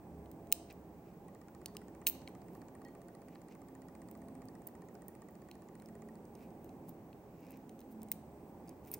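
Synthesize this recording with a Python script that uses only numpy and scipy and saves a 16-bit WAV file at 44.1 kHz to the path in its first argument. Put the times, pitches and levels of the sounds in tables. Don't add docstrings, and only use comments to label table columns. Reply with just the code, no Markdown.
import sys
import numpy as np
from scipy import signal
from scipy.fft import rfft, irfft
from scipy.io import wavfile
from scipy.ndimage import uniform_filter1d

SR = 44100
rng = np.random.default_rng(int(sys.argv[2]) if len(sys.argv) > 2 else 0)


def unload_wav(signal):
    wavfile.write(
        sys.argv[1],
        SR,
        np.round(np.clip(np.atleast_2d(signal).T, -1, 1) * 32767).astype(np.int16),
    )


def makeup_ratio(level_db):
    decades = np.asarray(level_db, float) / 20
    return 10 ** decades


N = 396459


def evened(x):
    return x / np.sqrt(np.mean(abs(x) ** 2) + 1e-30)


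def read(points, hz):
    f, value = np.transpose(points)
    return np.interp(np.log(hz + 1), np.log(f + 1), value)


def unit(shape):
    return shape / np.sqrt(np.sum(shape ** 2, 0))


def peak(hz, centre_hz, width_hz):
    return 1 / (1 + (2 * (hz - centre_hz) / width_hz) ** 2)


def add(mix, s, sound):
    part = mix[round(s * SR):][:len(sound)]
    part += sound[:len(part)]


def band(x, lo_hz, hi_hz):
    highpass = signal.butter(4, lo_hz, "highpass", fs=SR, output="sos")
    spectrum = rfft(signal.sosfilt(highpass, x))
    edge = np.clip((hi_hz - np.fft.rfftfreq(N, 1 / SR)) / 150, 0, 1)
    return irfft(spectrum * edge, N)


def noise(magnitude, same, size):
    hop = size // 4
    hz = np.fft.rfftfreq(size, 1 / SR)
    t = np.arange(N // hop + 5) * hop / SR
    a, b, c, d = rng.standard_normal((len(t), len(hz), 4)).T
    left, other = a + 1j * b, c + 1j * d
    like = np.clip(same(hz), -1, 1)[:, None]
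    right = like * left + np.sqrt(1 - like ** 2) * other
    gain = np.sqrt(4 / (3 * size))
    z = gain * np.array([left, right]) * magnitude(hz[:, None], t)
    sound = signal.istft(z, nperseg=size, noverlap=size - hop)[1][:, :N]
    return sound * np.sqrt(size) / 1.6


def ring(drive, modes, spread_db, detune):
    t = np.arange(600) / SR
    luck = rng.standard_normal((len(modes), 2))
    body = np.zeros(len(t))
    for (hz, width_hz, db), (louder, sharper) in zip(modes, luck):
        decay = np.pi * abs(width_hz) * t
        envelope = (1 - np.exp(-3 * decay)) * np.exp(-decay)
        tone = np.sin(2 * np.pi * hz * (1 + detune * sharper) * t)
        body += makeup_ratio(db + spread_db * louder) * envelope * tone
    out = np.convolve(drive, body)
    return out / abs(out).max()


# frequency [Hz], density [dB per Hz].
HISS_SPECTRUM = [(700, -32), (1300, -3), (2000, -8.5), (3700, -18), (7400, -16.5), (8500, -16.5),
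                 (10100, -20.5), (12100, -19.5), (13500, -15.5), (15000, -10), (15500, -11.5), (15750, 2),
                 (15900, -10)]


def hiss():
    def field(hz, t):
        level_db = -65.5 + 0 * t
        return makeup_ratio(level_db) * unit(makeup_ratio(read(HISS_SPECTRUM, hz)))
    return noise(field, lambda hz: 0.11 + 0 * hz, size=1024)


def cycle(t, first_s, period_s, mean_db, swing_db):
    return makeup_ratio(mean_db + swing_db * np.cos(2 * np.pi * (t - first_s) / period_s))


# middle [s], length [s], frequency [Hz], level [dB].
HELD_TONES = [(0.198, .4, 72, -59), (0.721, .8, 72, -64.5), (1.901, 1.6, 72, -68.5), (8.302, .25, 72, -66),
              (.12, .25, 219, -65), (4.15, .6, 219, -58.5), (5.948, .6, 219, -56.5),
              (6.452, .6, 219, -61.5), (7.75, .2, 219, -60), (7.98, .25, 219, -52), (8.161, .3, 219, -56),
              (2.151, .45, 263, -60.5), (2.782, .3, 263, -59.5), (3.8, .6, 263, -58.5),
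              (4.351, .6, 263, -57), (6.699, .8, 263, -62), (7.58, .3, 263, -58.5), (7.87, .4, 263, -58),
              (8.7, .35, 263, -60), (0.247, .25, 326, -62), (0.596, .25, 326, -63), (7.798, .6, 326, -62),
              (1.801, .4, 412, -61), (6.05, .4, 412, -59.5), (.55, .55, 682, -63.5), (1.753, .25, 682, -69),
              (3.103, .4, 682, -68), (4.249, .45, 682, -64), (5.945, .2, 682, -66.5)]


def hums():
    t, out = np.arange(N) / SR, np.zeros(N)
    waver = evened(uniform_filter1d(rng.standard_normal(N), size=4000))
    for s, length, hz, db in HELD_TONES:
        start, end = round((s - length / 2) * SR), round((s + length / 2) * SR)
        on = slice(max(start, 0), end)
        swell = np.cos(np.pi * (t[on] - s) / length)
        phase = 2 * np.pi * np.cumsum(hz + 1.48 * waver[on]) / SR
        out[on] += np.sqrt(2) * makeup_ratio(db) * swell * np.sin(phase)
    return out


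# frequency [Hz], density [dB per Hz].
DRONE_SPECTRUM = [(15, -44.5), (25, -23), (70, -4.5), (118, -5.5), (161, -3.5), (196, 0.5), (331, -1.5),
                  (605, -9), (795, -9), (1170, -20), (1320, -33), (2600, -35.5), (3380, -69), (5720, -120)]
# frequency [Hz], width [Hz], height above it [dB].
DRONE_MODES = [(126, 18, 3.5), (172.3, 12.2, 8), (328, 10.1, 6.5), (415.5, 14, 6), (553, 8.9, 6.5),
               (799, 38, 3.5)]
# frequency [Hz], likeness [-1 to 1].
DRONE_LIKENESS = [(60, 0.93), (180, 0.99), (550, 0.92), (1650, 0.7), (4970, -0.71), (15000, 0.81)]
# first top [s], period [s], mean [dB], swing [dB].
LOAD_CYCLE = (0.3, 2.1, -49.5, 1)
# first top [s], period [s], mean [dB], swing [dB].
JET_CYCLE = (0.3, 2, -86, 6)


def machine():
    def field(hz, t):
        modes_db = sum(db * peak(hz, mode_hz, width_hz) for mode_hz, width_hz, db in DRONE_MODES)
        body = unit(makeup_ratio(read(DRONE_SPECTRUM, hz) + modes_db))
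        jet = unit(peak(hz, 8380, 400))
        return np.hypot(body * cycle(t, *LOAD_CYCLE), jet * cycle(t, *JET_CYCLE))
    drone = noise(field, lambda hz: read(DRONE_LIKENESS, hz), size=4096)
    return (drone + hums()) * makeup_ratio([[-1], [1]])


# frequency [Hz], width [Hz], level [dB].
FOCUS_CLICK = [(4700, 500, -7), (5400, 300, -9), (6400, 700, -5), (7200, 450, 0), (8650, 500, 1),
               (9600, 700, -6)]
# frequency [Hz], width [Hz], level [dB].
FOCUS_SHELL = [(1170, 110, 2), (1480, 200, -2), (1870, 110, 0), (2030, 200, -5), (2260, 220, -10)]


def focus():
    first_s, period_s = 1.2153, 0.06673
    gear_db, start_db, ease_s = 3.5, 4.5, 0.96
    out, t = np.zeros((2, N)), np.arange(400) / SR
    for k in range(1, 75):
        late_s, click_db, knock_db = rng.standard_normal(3) * [.0004, 1.5, 1.5]
        s = first_s + k * period_s + late_s
        for side in out:
            burst = rng.standard_normal(400) * np.exp(-t / 0.001)
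            click = ring(burst, FOCUS_CLICK, spread_db=2.5, detune=0.013)
            add(side, s + .0002, makeup_ratio(-54.5 + click_db) * click)
        impacts = rng.standard_normal(400) * (rng.random(400) < .05)
        shake = t * np.exp(-t / 0.0023) * impacts
        load_db = gear_db * (k % 4 == 0) + start_db * np.exp(-(s - first_s) / ease_s)
        low = makeup_ratio(load_db) * ring(shake, FOCUS_SHELL[:2], spread_db=2.5, detune=0.029)
        high = ring(shake, FOCUS_SHELL[2:], spread_db=2.5, detune=0.017)
        knock = makeup_ratio(-61 + knock_db) * (low + high)
        for side, pan_db in zip(out, (-.8, .8)):
            add(side, s - .001, makeup_ratio(pan_db) * knock)
    return out


# hardest moment [s], length [s], dull part [dB], bright part [dB].
RUB_STROKES = [(0.709, 0.041, -55, -87), (1.08, 0.2, -74, -92), (2.55, .2, -78, -69),
               (3.333, .16, -72, -92.5), (3.52, 0.083, -64.5, -88), (6.426, 0.22, -69, -72.5),
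               (6.65, 0.22, -81.5, -76), (6.893, 0.042, -85, -57), (7.47, 0.33, -67.5, -76),
               (7.537, 0.11, -66, -86), (7.918, .06, -88, -65), (8.4, .12, -80, -92),
               (8.49, .12, -90.5, -73), (8.693, .12, -70.5, -78), (8.88, 0.088, -66, -59.5),
               (8.941, 0.048, -56, -49), (8.963, .07, -75.5, -73)]
# frequency [Hz], density [dB per Hz].
RUB_DULL = [(1200, -11), (2500, 5), (3300, -10.5), (5500, -7), (8000, -16), (11000, -61)]
# frequency [Hz], density [dB per Hz].
RUB_BRIGHT = [(7000, -17), (10000, -14), (13500, -7), (15700, -4), (16500, -19)]


def rubbing():
    s, length, dull_db, bright_db = np.transpose(RUB_STROKES)[:, :, None]
    fade_db = 20.5

    def field(hz, t):
        stroke = makeup_ratio(-2 * fade_db * abs(t - s) / length)
        stick = makeup_ratio(4.5 * rng.standard_normal(len(t)))
        dull = unit(makeup_ratio(read(RUB_DULL, hz))) * np.linalg.norm(makeup_ratio(dull_db) * stroke, axis=0)
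        bright = unit(makeup_ratio(read(RUB_BRIGHT, hz))) * np.linalg.norm(makeup_ratio(bright_db) * stroke, axis=0)
        return stick * np.hypot(dull, bright)
    return noise(field, lambda hz: 0.88 + 0 * hz, size=256)


# frequency [Hz], t60 [s].
ROOM_DECAY = [(1500, 0.4), (3000, 0.53), (6000, 0.5), (10000, 0.34), (16000, 0.1)]


def room(x):
    hz, t, z = signal.stft(rng.standard_normal((2, 2, SR // 2)), SR, nperseg=128)
    decay = makeup_ratio(-60 * t / read(ROOM_DECAY, hz)[:, None])
    tails = signal.istft(z * decay, SR, nperseg=128)[1]
    build_up = np.clip(np.arange(tails.shape[2]) / SR / 0.0046 - .3, 0, 1)
    tails = tails * build_up
    tails = tails / np.linalg.norm(tails[:, 0])
    walls = x * evened(uniform_filter1d(rng.standard_normal((2, 1, N)), size=60))
    return makeup_ratio(-18) * signal.fftconvolve(walls, tails, axes=2).sum(0)[:, :N]


# frequency [Hz], left minus right [dB].
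PORT_BALANCE = [(1000, -1), (2200, -2.5), (4000, 3.5), (8000, -6.5), (12000, -1.4), (16000, -1.2)]
# frequency [Hz], lead of the left [radians].
PORT_LEAD = [(500, .3), (2000, 1.2), (4000, .9), (8000, 1.2), (13000, 1.35)]


def ports(x):
    hz = np.fft.rfftfreq(64, 1 / SR)
    half = makeup_ratio(read(PORT_BALANCE, hz) / 2) * np.exp(.5j * read(PORT_LEAD, hz))
    taps = np.fft.fftshift(irfft(np.array([half, 1 / half])), axes=1) * np.hanning(64)
    return signal.oaconvolve(x[None], taps, axes=1)[:, 32:N + 32]


def scrape(ms):
    t = np.arange(512) / SR
    shape = np.minimum(t / 0.00027, 1) * np.exp(-t / (max(ms, .15) / 1000))
    force = rng.standard_normal(len(t)) * shape
    for _ in range(6):
        spectrum = rfft(force)
        flat = irfft(spectrum / (abs(spectrum) + 1e-12))
        force = flat / np.sqrt(uniform_filter1d(flat ** 2, size=12) + 1e-12) * shape
    return force


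# time [s], low modes [dB], upper modes [dB], loudest mode [Hz].
TAPS = [(0.259, -58, -64, 2060), (0.4711, -61, -61, 1980), (0.7013, -48, -57, 2200),
        (0.7092, -60, -53, 2730), (1.6592, -34.5, -30, 4430), (1.7507, -66, -63, 1900),
        (1.768, -40, -35, 2960), (2.276, -37.5, -51, 2270), (2.8494, -60, -51, 5300),
        (3.356, -51, -75, 2250), (3.5227, -61, -59, 2220), (5.5133, -43.5, -45.5, 5550),
        (5.7993, -55.5, -56, 2220), (5.8214, -71, -55, 1940), (5.859, -61, -51, 5100),
        (6.2534, -74, -56, 2320), (6.3524, -57.5, -49, 2170), (6.6925, -58, -56, 2620),
        (7.13, -53.5, -70, 2610), (7.6939, -52, -50, 2250), (7.792, -56, -54, 3540),
        (7.815, -56, -58, 1910), (8.0186, -55, -50.5, 3640), (8.086, -59, -52, 2200)]
# time [s], strength [dB], share reaching the body [dB].
TICKS = [(0.315, -45, -8.5), (0.726, -47, -14), (2.2924, -54, -9), (4.0761, -58, -14), (4.113, -41, -13),
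         (4.1754, -56, -9), (4.4548, -52, -12), (4.6705, -33, -31), (4.6738, -33.5, -16),
         (4.9436, -56, -13), (5.0827, -36, -28), (5.309, -56, -18), (6.505, -68, 7), (6.6444, -49, -8),
         (6.8862, -53, -6), (6.893, -38.5, -28), (7.4066, -55, -15), (7.467, -58, -4), (7.507, -44, -14),
         (7.5197, -50, -8), (7.5714, -51, -12), (7.805, -49, -6), (7.9099, -56, -20), (7.9264, -53, -20),
         (8.0316, -38.5, -13), (8.8498, -57, 0), (8.8736, -54, -4)]
# time [s], high, low and middle modes [dB, dB, dB], loudest mode [Hz].
RATTLES = [
    (8.6766, -66, -76, -54, 9250),
    (8.6830, -80, -76, -54, 4940),
    (8.6928, -48, -64, -46.5, 9200),
    (8.9155, -33, -56, -53, 9400),
    (8.9303, -42, -68, -62, 14640),
    (8.939, -28.5, -63, -40, 13800),
    (8.943, -32, -52, -34, 9260),
]
# time [s], high, low and middle modes [dB, dB, dB], loudest mode [Hz].
SNAPS = [(0.5180, -39.5, -41, -36, 9000), (0.5248, -12.5, -18.5, -13, 15560),
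         (0.5261, -17, -40, -40, 15600), (2.0660, -34, -38, -56, 13200), (2.0688, -16.5, -19, -19.5, 4350),
         (2.0729, -35, -34, -24, 8700), (2.0753, -17, -42, -38, 13730), (2.0773, -24, -41, -35, 14200),
         (2.0810, -37, -34, -44, 4360), (2.0844, -25, -52, -42, 15600), (2.0879, -24, -43, -33.5, 14000),
         (2.0974, -23, -45, -52, 15300), (8.1167, -18, -35.5, -37.5, 2200), (8.12, -32, -45, -39, 2600),
         (8.124, -45, -55, -40.5, 3300)]


def contacts():
    snaps = [(*row, 0.67) for row in SNAPS]
    rattles = [(*row, 1.6) for row in RATTLES]
    ticks = [(s, db, db + body_db - 5.5, db + body_db, 2200, 1) for s, db, body_db in TICKS]
    taps = [(s, upper_db - 5.5, low_db, upper_db, hz, 1) for s, low_db, upper_db, hz in TAPS]
    return snaps + rattles + ticks + taps


# frequency [Hz], width [Hz], level [dB].
BODY_LOW = [(2750, 420, -1), (3090, 420, 0.5), (4030, 500, 4)]
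# frequency [Hz], width [Hz], level [dB].
BODY_MID = [(5090, 520, 3), (6220, 370, 2), (7670, 240, -11.5), (8370, 510, 0), (9000, 520, 4)]
# frequency [Hz], width [Hz], level [dB].
BODY_HIGH = [(9600, 990, -10), (11670, 960, -9), (13200, 500, -12), (14100, 820, -8.5), (14270, 600, -10.5),
             (15000, 330, -5)]
# frequency [Hz], level [dB], t60 [s].
SPRING = [(13285, -45, .24), (13755, -41, .17), (13940, -47, .12), (14410, -46, .12), (14650, -44, .13),
          (15700, -39, .14)]
# frequency [Hz], level [dB], t60 [s].
TINK = [(1900, -54, .19), (3170, -77, .3), (4330, -74, .25)]
# frequency [Hz], level [dB], t60 [s].
NUT = [(9400, -56, .06), (13850, -50, .09), (15100, -54, .07)]
# frequency [Hz], level [dB], t60 [s].
LEVER = [(4450, -72, .3), (4560, -73, .25)]


def switch():
    out = np.zeros(N)
    for s, high_db, low_db, mid_db, loud_hz, ms in contacts():
        force = scrape(ms)
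        force[12] += 2.6 * np.linalg.norm(force)
        regions = ((low_db, BODY_LOW, 0, 4600), (mid_db, BODY_MID, 4600, 10000),
                   (high_db, BODY_HIGH, 10000, SR))
        for db, modes, lo_hz, hi_hz in regions:
            loud = [(loud_hz, 270, 1.5)] if lo_hz < loud_hz <= hi_hz else []
            add(out, s - .0003, makeup_ratio(db) * ring(force, modes + loud, spread_db=1, detune=.006))
    t = np.arange(SR // 4) / SR
    for s, modes in ((2.074, SPRING), (2.851, TINK), (8.916, NUT), (1.662, LEVER)):
        for hz, db, t60 in modes:
            rattle = evened(uniform_filter1d(rng.standard_normal(len(t)), size=250))
            tone = np.sin(2 * np.pi * hz * t)
            add(out, s, makeup_ratio(db - 60 * t / t60) * (1 + .3 * rattle) * tone)
    return band(out, 1770, 16450)


def scene():
    near = switch()
    around = room(near) + rubbing() + focus() + hiss()
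    return ports(near) + band(around, 200, 15900) + machine()


def low_pass(x):
    return signal.sosfilt(signal.butter(12, 17160, fs=SR, output="sos"), x)


def record(dry):
    return low_pass(dry)


dry = scene()
out = record(dry)
unload_wav(out)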